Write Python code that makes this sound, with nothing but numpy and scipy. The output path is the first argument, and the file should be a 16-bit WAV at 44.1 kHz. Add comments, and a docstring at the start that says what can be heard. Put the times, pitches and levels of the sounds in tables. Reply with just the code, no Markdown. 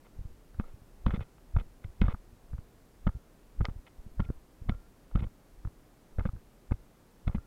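"""Dull thuds, bounces and knocks of loose gear, with short scuffs of cloth and grit, follow someone's steps.
The walk is over a gritty concrete floor in an open ruin, the microphone worn on the body in a closed case.
Each step jolts the case through the body: pressure pulses push it, and forces ring its modes and fittings.
Shaped noise gives the sway of each stride, the far outdoor rumble and the hiss of the microphone."""
import sys
import numpy as np
from scipy import signal
from scipy.fft import rfft, irfft
from scipy.io import wavfile

SR = 44100
rng = np.random.default_rng(int(sys.argv[2]) if len(sys.argv) > 2 else 0)


def bounce(signal):
    """Save signal as a 16-bit WAV file at the path given by the first command-line argument."""
    frames = np.transpose(np.atleast_2d(signal))
    limited = np.clip(frames, -1, 1)
    pcm = np.round(limited * 32767).astype(np.int16)
    wavfile.write(sys.argv[1], SR, pcm)


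def undo_db(level):
    """Turn decibels back into plain size, where 20 dB means ten times bigger."""
    steps = np.asarray(level, float) / 20
    return 10 ** steps


N = 328986   # length in samples


def rms_one(x):
    """Normalization: scales a signal to an rms of 1."""
    return x / np.sqrt(np.mean(x ** 2) + 1e-20)


def butter(x, order, hz, kind="low"):
    """Butterworth filtering: a maximally flat pass band."""
    return signal.sosfilt(signal.butter(order, hz, kind, fs=SR, output="sos"), x)


def ring(force, hz, t60):
    """Damped resonance: a unit click sets a decaying sine of initial height 1 ringing."""
    radius = undo_db(-60 / (t60 * SR))
    w = 2 * np.pi * hz / SR
    return signal.lfilter([0, np.sin(w)], [1, -2 * radius * np.cos(w), radius ** 2], force + 1e-18)


def add(out, start_s, shape):
    """Superposition: mixes a shape in at a time."""
    i = max(round(start_s * SR), 0)
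    out[i:i + len(shape)] += shape[:N - i]


# Spectrum of the background noise. Each row: frequency in Hz, relative level in dB per Hz.
RUMBLE_SPECTRUM = [(53, -30), (90, 0.5), (307, -3.5), (3150, -26), (13900, -30), (15500, -31.5)]
RUMBLE_DB = -61.5   # rms


def rumble():
    """Spectral shaping of steady noise: far rumble below, microphone hiss above."""
    hz, level_db = np.transpose(RUMBLE_SPECTRUM)
    bins_hz = np.arange(N // 2 + 1) * SR / N + 1
    colour = undo_db(np.interp(np.log(bins_hz), np.log(hz), level_db))
    noise = irfft(rfft(rng.standard_normal(N)) * colour, N)
    return undo_db(RUMBLE_DB) * rms_one(noise)


# Lurches of the body with each stride. Each row: peak time in seconds, level at the peak in dB.
STRIDES = [(0.25, -50.5), (0.58, -56), (1.04, -49.5), (1.56, -50), (2.04, -45.5), (2.55, -51),
           (3.06, -52.5), (3.6, -51), (4.23, -47.5), (4.76, -51), (5.15, -55), (5.65, -47), (6.28, -48.5),
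           (6.75, -56), (7.35, -52)]
SWAY_RISE_DB_PER_S, SWAY_FALL_DB_PER_S, SWAY_REST_DB = 100.5, 76, -69


def sway():
    """Modulated low-band noise: lumpy pressure on the case swells into each stride and dies after it."""
    t = np.arange(N) / SR
    level = np.full(N, undo_db(SWAY_REST_DB))
    for s, peak_db in STRIDES:
        slope = np.where(t < s, SWAY_RISE_DB_PER_S, -SWAY_FALL_DB_PER_S)
        level += undo_db(peak_db + slope * (t - s))
    noise = rng.standard_normal(N + SR)
    low = butter(noise, 3, [14, 48], "band")[SR:]   # drop the second in which the filter settles
    return level * rms_one(low)


# Steps that set a small metal fitting ringing. Each row: strike in seconds, force level in dB.
BUCKLE_STRIKES = [(0.634, -74), (1.21, -74), (3.07, -68.5), (4.199, -64), (4.693, -64), (5.16, -71),
                  (7.35, -67.5)]
BUCKLE_HZ, BUCKLE_T60_S = 1380, 0.46


def buckle():
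    """Cascaded resonance: two equal tunings in series give a thin ring that starts softly and wavers."""
    force = np.zeros(N)
    for s, level_db in BUCKLE_STRIKES:
        add(force, s, [undo_db(level_db)])
    waver = rms_one(butter(rng.standard_normal(N), 2, 40))
    tone = ring(ring(force, BUCKLE_HZ, BUCKLE_T60_S), BUCKLE_HZ, .05) / 100
    return tone * undo_db(4 * waver)   # waver of 4 dB rms


# The click behind the snap. It holds: time in seconds, force level in dB.
SNAP_CLICK = (3.6535, -26)
# Modes of the snap. Each row: frequency in Hz, gain in dB, t60 in seconds.
SNAP_RESONANCES = [(910, -1, 0.0085), (2030, -0.5, 0.01), (3140, -5.5, 0.011), (3700, -0.5, 0.0025),
                   (5100, -4.5, .004), (7000, -20, .002)]


def snap():
    """Modal excitation: a single click into short modes of alternating sign makes one dry, bright crack."""
    click, out = np.zeros(N), np.zeros(N)
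    s, level_db = SNAP_CLICK
    add(click, s, [undo_db(level_db)])
    for k, (hz, gain_db, t60) in enumerate(SNAP_RESONANCES):
        out += (-1) ** k * undo_db(gain_db) * ring(click, hz, t60)
    return out


def soften(force):
    """Contact filtering: a padded contact carries little treble."""
    return butter(force + 1e-18, 2, 1900)


# Modes of the case, struck or rubbed. Each row: frequency in Hz, gain in dB, t60 in seconds.
CASE_MODES = [(542, -2, 0.018), (785, 2, 0.0048), (950, -6, 0.01), (1278, 5.5, 0.0084), (1560, -23, 0.0022),
              (2180, 1, 0.0095), (2527, -8.5, 0.016), (2990, -3, 0.0055), (3450, -11, 0.01),
              (4620, -27, 0.006), (5400, -15, 0.0044)]
HOLLOW_TO_HZ, BRIGHT_FROM_HZ = 850, 1500   # borders of the three groups of modes
SHELL_CUT_HZ = 4280


def case(hollow, dull, bright):
    """Modal synthesis: low, middle and upper modes each hear their own force; the shell is a band-pass."""
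    out = np.zeros(N)
    for hz, gain_db, t60 in CASE_MODES:
        uneven = rng.uniform(0.55, 1.39, N)   # no two contacts strike a mode alike
        if hz > BRIGHT_FROM_HZ:
            force = uneven * bright
        elif hz > HOLLOW_TO_HZ:
            force = soften(uneven * dull)
        else:
            force = soften(uneven * hollow)
        out += undo_db(gain_db) * ring(force, hz, t60)
    out = butter(out, 2, 380, "high")
    return butter(out, 4, SHELL_CUT_HZ)


# Scuffs of cloth and grit. Each row: start in seconds, length in seconds, stroke level in dB,
# force on the upper modes relative to the rest in dB.
SCUFF_STROKES = [(0.044, 0.03, -82.5, -0.5), (0.625, 0.095, -84.5, -3.5), (1.07, 0.02, -65.5, -2.5),
                 (1.101, 0.032, -74, 0.5), (1.134, 0.043, -67.5, 0.5), (1.2, 0.039, -73.5, 2.5),
                 (1.584, 0.028, -75.5, 4.5), (1.836, 0.013, -80.5, 4.5), (2.024, 0.015, -72, 0),
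                 (2.044, 0.035, -71, -1.5), (2.084, 0.049, -67.5, -2.5), (3.069, 0.01, -75, 11),
                 (3.643, 0.015, -61.5, -7.5), (3.652, 0.017, -69, -7), (3.691, 0.0095, -75, -6),
                 (3.862, 0.023, -78.5, 3), (4.236, 0.023, -78.5, 1), (4.736, .015, -80, -3),
                 (5.183, 0.029, -73, 1.5), (5.217, 0.034, -72.5, -2), (6.214, 0.038, -80.5, -4),
                 (6.252, 0.027, -71.5, -2), (7.302, 0.035, -80, -5), (7.346, 0.021, -72.5, 0)]


def scuffs():
    """Granular friction: dense uneven grains under a short stroke excite the case."""
    dull, bright = np.zeros(N), np.zeros(N)
    weight = undo_db(3.83 * np.minimum(rng.exponential(1, N), 3))
    present = rng.random(N) < .12
    grains = 1.58 * rng.standard_normal(N) * weight * present
    for s, length, level_db, bright_db in SCUFF_STROKES:
        stroke = undo_db(level_db) * signal.windows.tukey(round(length * SR), .4)
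        add(dull, s, stroke)
        add(bright, s, stroke * undo_db(bright_db))
    return case(dull * grains, dull * grains, bright * grains)


# Swings of the body into heavy steps. Each row: strike in seconds, level before shaping in dB,
# length in seconds.
SWINGS = [(0.582, -40, 0.023), (1.065, -20.5, 0.03), (1.556, -18.5, 0.025), (2.019, -15.5, 0.025),
          (3.067, -24, 0.033), (3.594, -28.5, 0.027), (4.191, -23.5, 0.026), (4.686, -26, 0.021),
          (5.149, -26, 0.04), (6.187, -31, 0.094), (6.71, -30.5, 0.033), (7.271, -28.5, 0.034)]


def windups():
    """Inertial pressure: one slow swing, out and then in, runs up to a heavy step."""
    out = np.zeros(N)
    for s, level_db, length in SWINGS:
        turn = np.linspace(0, 1, round(length * SR))
        envelope = turn ** 1.07 * np.sin(np.pi * turn) ** 0.22
        add(out, s - length * 0.825, undo_db(level_db) * np.sin(2 * np.pi * turn) * envelope)
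    return out


# Hard knocks riding on the jolts. Each row: start in seconds, force level in dB,
# force on the upper modes relative to the middle ones in dB.
HARD_KNOCKS = [(0.544, -53, -22), (0.597, -33.5, -5.5), (0.608, -44, -8), (0.639, -50, -14),
               (1.063, -23.5, -5), (1.094, -41, -24), (1.106, -30.5, -6.5), (1.129, -46, -30),
               (1.136, -33, -17), (1.192, -43.5, -23), (1.207, -39.5, -8), (1.381, -53.5, -1),
               (1.563, -27.5, -14), (1.567, -38.5, -3.5), (1.585, -42, -6), (1.609, -40.5, -6),
               (1.840, -45, -23), (2.015, -25.5, -0.5), (2.038, -37, -32), (2.081, -29.5, -11),
               (2.144, -38.5, -25), (2.532, -49, -24), (2.581, -49, -7), (3.0674, -27, -22),
               (3.075, -33.5, -25), (3.09, -39, -25), (3.607, -33.5, -26), (3.612, -40, -4),
               (3.684, -42.5, -32), (4.195, -35, -20), (4.2006, -29, -4), (4.219, -46, -20),
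               (4.288, -49, -29), (4.301, -44, -25), (4.687, -40, -12), (4.693, -27, -2),
               (4.718, -43.5, -25), (5.112, -49.5, -8), (5.152, -37, -35), (5.156, -31.5, -6.5),
               (5.172, -38.5, -15), (5.224, -43, -17), (5.266, -46.5, -23), (5.649, -45, -29),
               (5.672, -46, -8), (6.184, -36.5, -35), (6.193, -35.5, -5), (6.206, -38, -26),
               (6.253, -29.5, -37), (6.289, -42.5, -11), (6.362, -50, -22), (6.71, -38.5, -25),
               (6.719, -31.5, -5.5), (7.270, -41, -12), (7.2764, -29.5, -3), (7.295, -44, -24),
               (7.346, -32.5, -36), (7.381, -48, -24)]
RATTLE_T60_S = 0.027
HOLLOW_DB, HOLLOW_PER_BRIGHT_DB = -3.0, -0.12   # dull knocks sound hollower


def knocks():
    """Impact excitation: one firm tick, then a dying rattle of smaller ones, strikes the case."""
    forces = np.zeros((3, N))
    t = np.arange(round(.05 * SR)) / SR
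    size = (len(HARD_KNOCKS), len(t))
    ticks = rng.choice([-1, 1], size) * (rng.random(size) < .3)
    rattle = 0.14 * undo_db(-60 * t / RATTLE_T60_S) * np.minimum(t / 0.00064, 1)
    for (s, level_db, bright_db), grit in zip(HARD_KNOCKS, ticks):
        force = grit * rattle
        force[round(.001 * SR)] = -0.41   # the firm tick
        hollow_db = HOLLOW_DB + HOLLOW_PER_BRIGHT_DB * bright_db
        for band, colour_db in zip(forces, (hollow_db, 0, bright_db)):
            add(band, s, undo_db(level_db + colour_db) * force)
    return case(*forces)


# Springy jolts of the case. Each row: deepest point in seconds, depth in dB, release time in ms,
# rebound level before shaping in dB, kick to the mount in dB.
SPRINGY_JOLTS = [(0.1902, -35, 3.8, -31.5, -70), (0.2542, -31.5, 3.9, -35, -61),
                 (0.592, -25, 5.5, -40, -57), (1.0658, -16, 4.7, -33, -21.5),
                 (1.0845, -26.5, 4.9, -28, -32), (1.0988, -26.5, 3.9, -40, -58),
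                 (1.1398, -19.5, 3.4, -39, -26), (1.1777, -29, 2.3, -29, -41),
                 (1.2101, -31, 3.5, -30.5, -59), (1.566, -17.5, 3.4, -29, -65),
                 (1.584, -27.5, 10, -28, -43.5), (1.6116, -32, 8.1, -36, -42.5),
                 (1.8501, -28.5, 3.7, -42, -73), (2.0165, -18, 2.9, -16.5, -18),
                 (2.044, -17.5, 5.1, -22, -34), (2.085, -17.5, 4.1, -28, -32.5),
                 (2.1418, -26.5, 5.2, -46, -39.5), (2.5349, -28, 3.6, -30, -69),
                 (3.0697, -16, 3.47, -24, -21), (3.1523, -32, 3.9, -31, -69), (3.5974, -24.5, 11, -35, -40),
                 (3.6105, -16.5, 3.74, -22.5, -31.5), (3.687, -24, 2.76, -31, -60),
                 (3.7625, -35, 4.6, -37.5, -57), (3.9908, -39.5, 8.1, -38, -61),
                 (4.0651, -37, 3.1, -38, -52), (4.1992, -18, 3.46, -24, -25),
                 (4.2915, -27.5, 3.7, -30, -55), (4.307, -35, 3.7, -36, -51), (4.619, -34.5, 4, -35.5, -61),
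                 (4.6597, -46, 6.2, -42, -45), (4.691, -21, 4.2, -29, -55), (5.1544, -15.5, 3.56, -19, -25),
                 (5.176, -26.5, 8.8, -32, -38), (5.2263, -21.5, 3.4, -29, -38.5),
                 (5.2457, -36, 3.8, -27, -42), (5.6535, -26.5, 3.64, -26.5, -62),
                 (6.187, -20.5, 3.84, -25, -45), (6.2117, -27, 4.9, -32, -57),
                 (6.256, -20, 3.35, -25.5, -26), (6.3357, -31.5, 3.7, -32.5, -70),
                 (6.714, -22.5, 3.4, -31, -55), (7.2737, -21.5, 3.86, -24.5, -55),
                 (7.2975, -24, 3.6, -31, -59), (7.348, -27, 2.3, -22.5, -23.5),
                 (7.3697, -36, 7, -29.5, -40)]
# Dead thuds as the case settles back. Each row: deepest point in seconds, depth in dB, release time in ms.
DEAD_THUDS = [(0.175, -40, 13), (0.322, -47, 6.6), (0.6998, -37.5, 22), (0.82, -43.5, 3.7),
              (2.3308, -44.5, 4.2), (4.378, -47, 5), (0.2135, -36, 4.4), (0.5517, -40.5, 4.5),
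              (0.636, -33.5, 29), (0.744, -37.5, 4.8), (1.123, -25, 11), (1.1958, -27.5, 4.3),
              (1.2187, -31.5, 4.7), (1.554, -24, 10.5), (1.8603, -34, 5.5), (1.873, -35.5, 16),
              (1.899, -41, 5.1), (2.065, -22, 7.9), (2.5198, -33.5, 17), (2.5504, -30, 5.2),
              (2.589, -29.5, 3.7), (3.093, -22.5, 5.2), (3.1698, -36, 5.3), (3.6299, -25, 5.2),
              (3.649, -29, 8.8), (3.715, -37, 4.9), (3.7917, -40.5, 7.6), (4.2234, -26, 4.5),
              (4.2498, -38, 4.3), (4.2628, -37, 3.2), (4.7223, -24.5, 5.1), (4.7516, -35, 5.5),
              (5.1966, -24.5, 4.7), (5.212, -28, 2.6), (5.27, -32, 5), (5.6757, -29, 4.2),
              (6.2326, -33.5, 19), (6.2925, -27, 4.6), (6.355, -38, 3.5), (6.369, -37.5, 5),
              (6.743, -30, 5), (7.3851, -28.5, 4.8)]
THUD_REBOUND_DB, THUD_RING_DB = -41, -30   # relative to the depth of the thud
# Outward slaps, the case caught by its strap just after a push. 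Each row: peak in seconds, height in dB,
# half length in ms, kick to the mount in dB.
STRAP_SLAPS = [(0.599, -32.5, 2.57, -25), (1.571, -17.5, 4, -45), (4.303, -21, 1.7, -55),
               (4.6963, -29, 2.14, -23), (6.194, -26.5, 2.4, -55), (6.72, -15.5, 2.2, -53),
               (7.2787, -25.5, 2.4, -31)]
LONGEST_REBOUND_S = 0.051
MOUNT_HZ, MOUNT_T60_S = 206.2, 0.039
STRAP_HZ, STRAP_T60_S = 116.6, 0.049


def jolts():
    """Mass on a spring: a fast push inward, a rebound sagging until the next contact, a ring of the mount."""
    pressure, rebound, kicks = np.zeros(N), np.zeros(N), np.zeros(N)
    thuds = [(s, db, ms, db + THUD_REBOUND_DB, db + THUD_RING_DB) for s, db, ms in DEAD_THUDS]
    pushes = sorted(SPRINGY_JOLTS + thuds)
    following = [s - ms / 1000 * 0.62 for s, _, ms, *_ in pushes[1:]] + [N / SR]
    for (s, depth_db, ms, rebound_db, kick_db), next_s in zip(pushes, following):
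        contact = ms / 1000
        onset = contact * np.clip(contact / 0.0039, .4, 1)   # short, hard contacts set in faster than they let go
        t = np.arange(-onset, contact, 1 / SR)
        phase = np.pi / 2 * t / np.where(t < 0, onset, contact)
        add(pressure, s - onset, -undo_db(depth_db) * np.cos(phase) ** 2)

        start = s + .5 * contact
        length = np.clip(next_s - start, .004, LONGEST_REBOUND_S)
        turn = np.linspace(0, 1, round(length * SR))
        sag = 0.9 * np.abs(np.sin(np.pi * turn)) ** 0.29 * np.exp(-.5 * turn)
        add(rebound, start, undo_db(rebound_db) * sag)
        add(kicks, s + 0.0014, [undo_db(kick_db)])
    for s, height_db, ms, kick_db in STRAP_SLAPS:
        add(pressure, s - ms / 1000, undo_db(height_db) * np.hanning(round(2 * ms / 1000 * SR)))
        add(kicks, s - .002, [undo_db(kick_db)])
    strap = 0.0026 * ring(pressure, STRAP_HZ, STRAP_T60_S)   # springs back after each push
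    mount = 1.69 * ring(kicks, MOUNT_HZ, MOUNT_T60_S)
    return pressure + strap + butter(rebound + mount, 2, 320)   # flesh and padding round off both


def scene():
    """Superposition: everything reaches one microphone."""
    background = rumble() + sway()
    fittings = buckle() + snap()
    steps = scuffs() + windups() + knocks() + jolts()
    return (background + fittings + steps)[None]


def low_pass(x):
    """Removes everything above the highest recorded frequency."""
    return signal.sosfilt(signal.butter(12, 15710, fs=SR, output="sos"), x)


def record(dry):
    """High-pass filtering: the input weakens the slowest pressure."""
    mix = butter(dry, 1, 12, "high")
    return low_pass(mix)


dry = scene()
out = record(dry)
bounce(out)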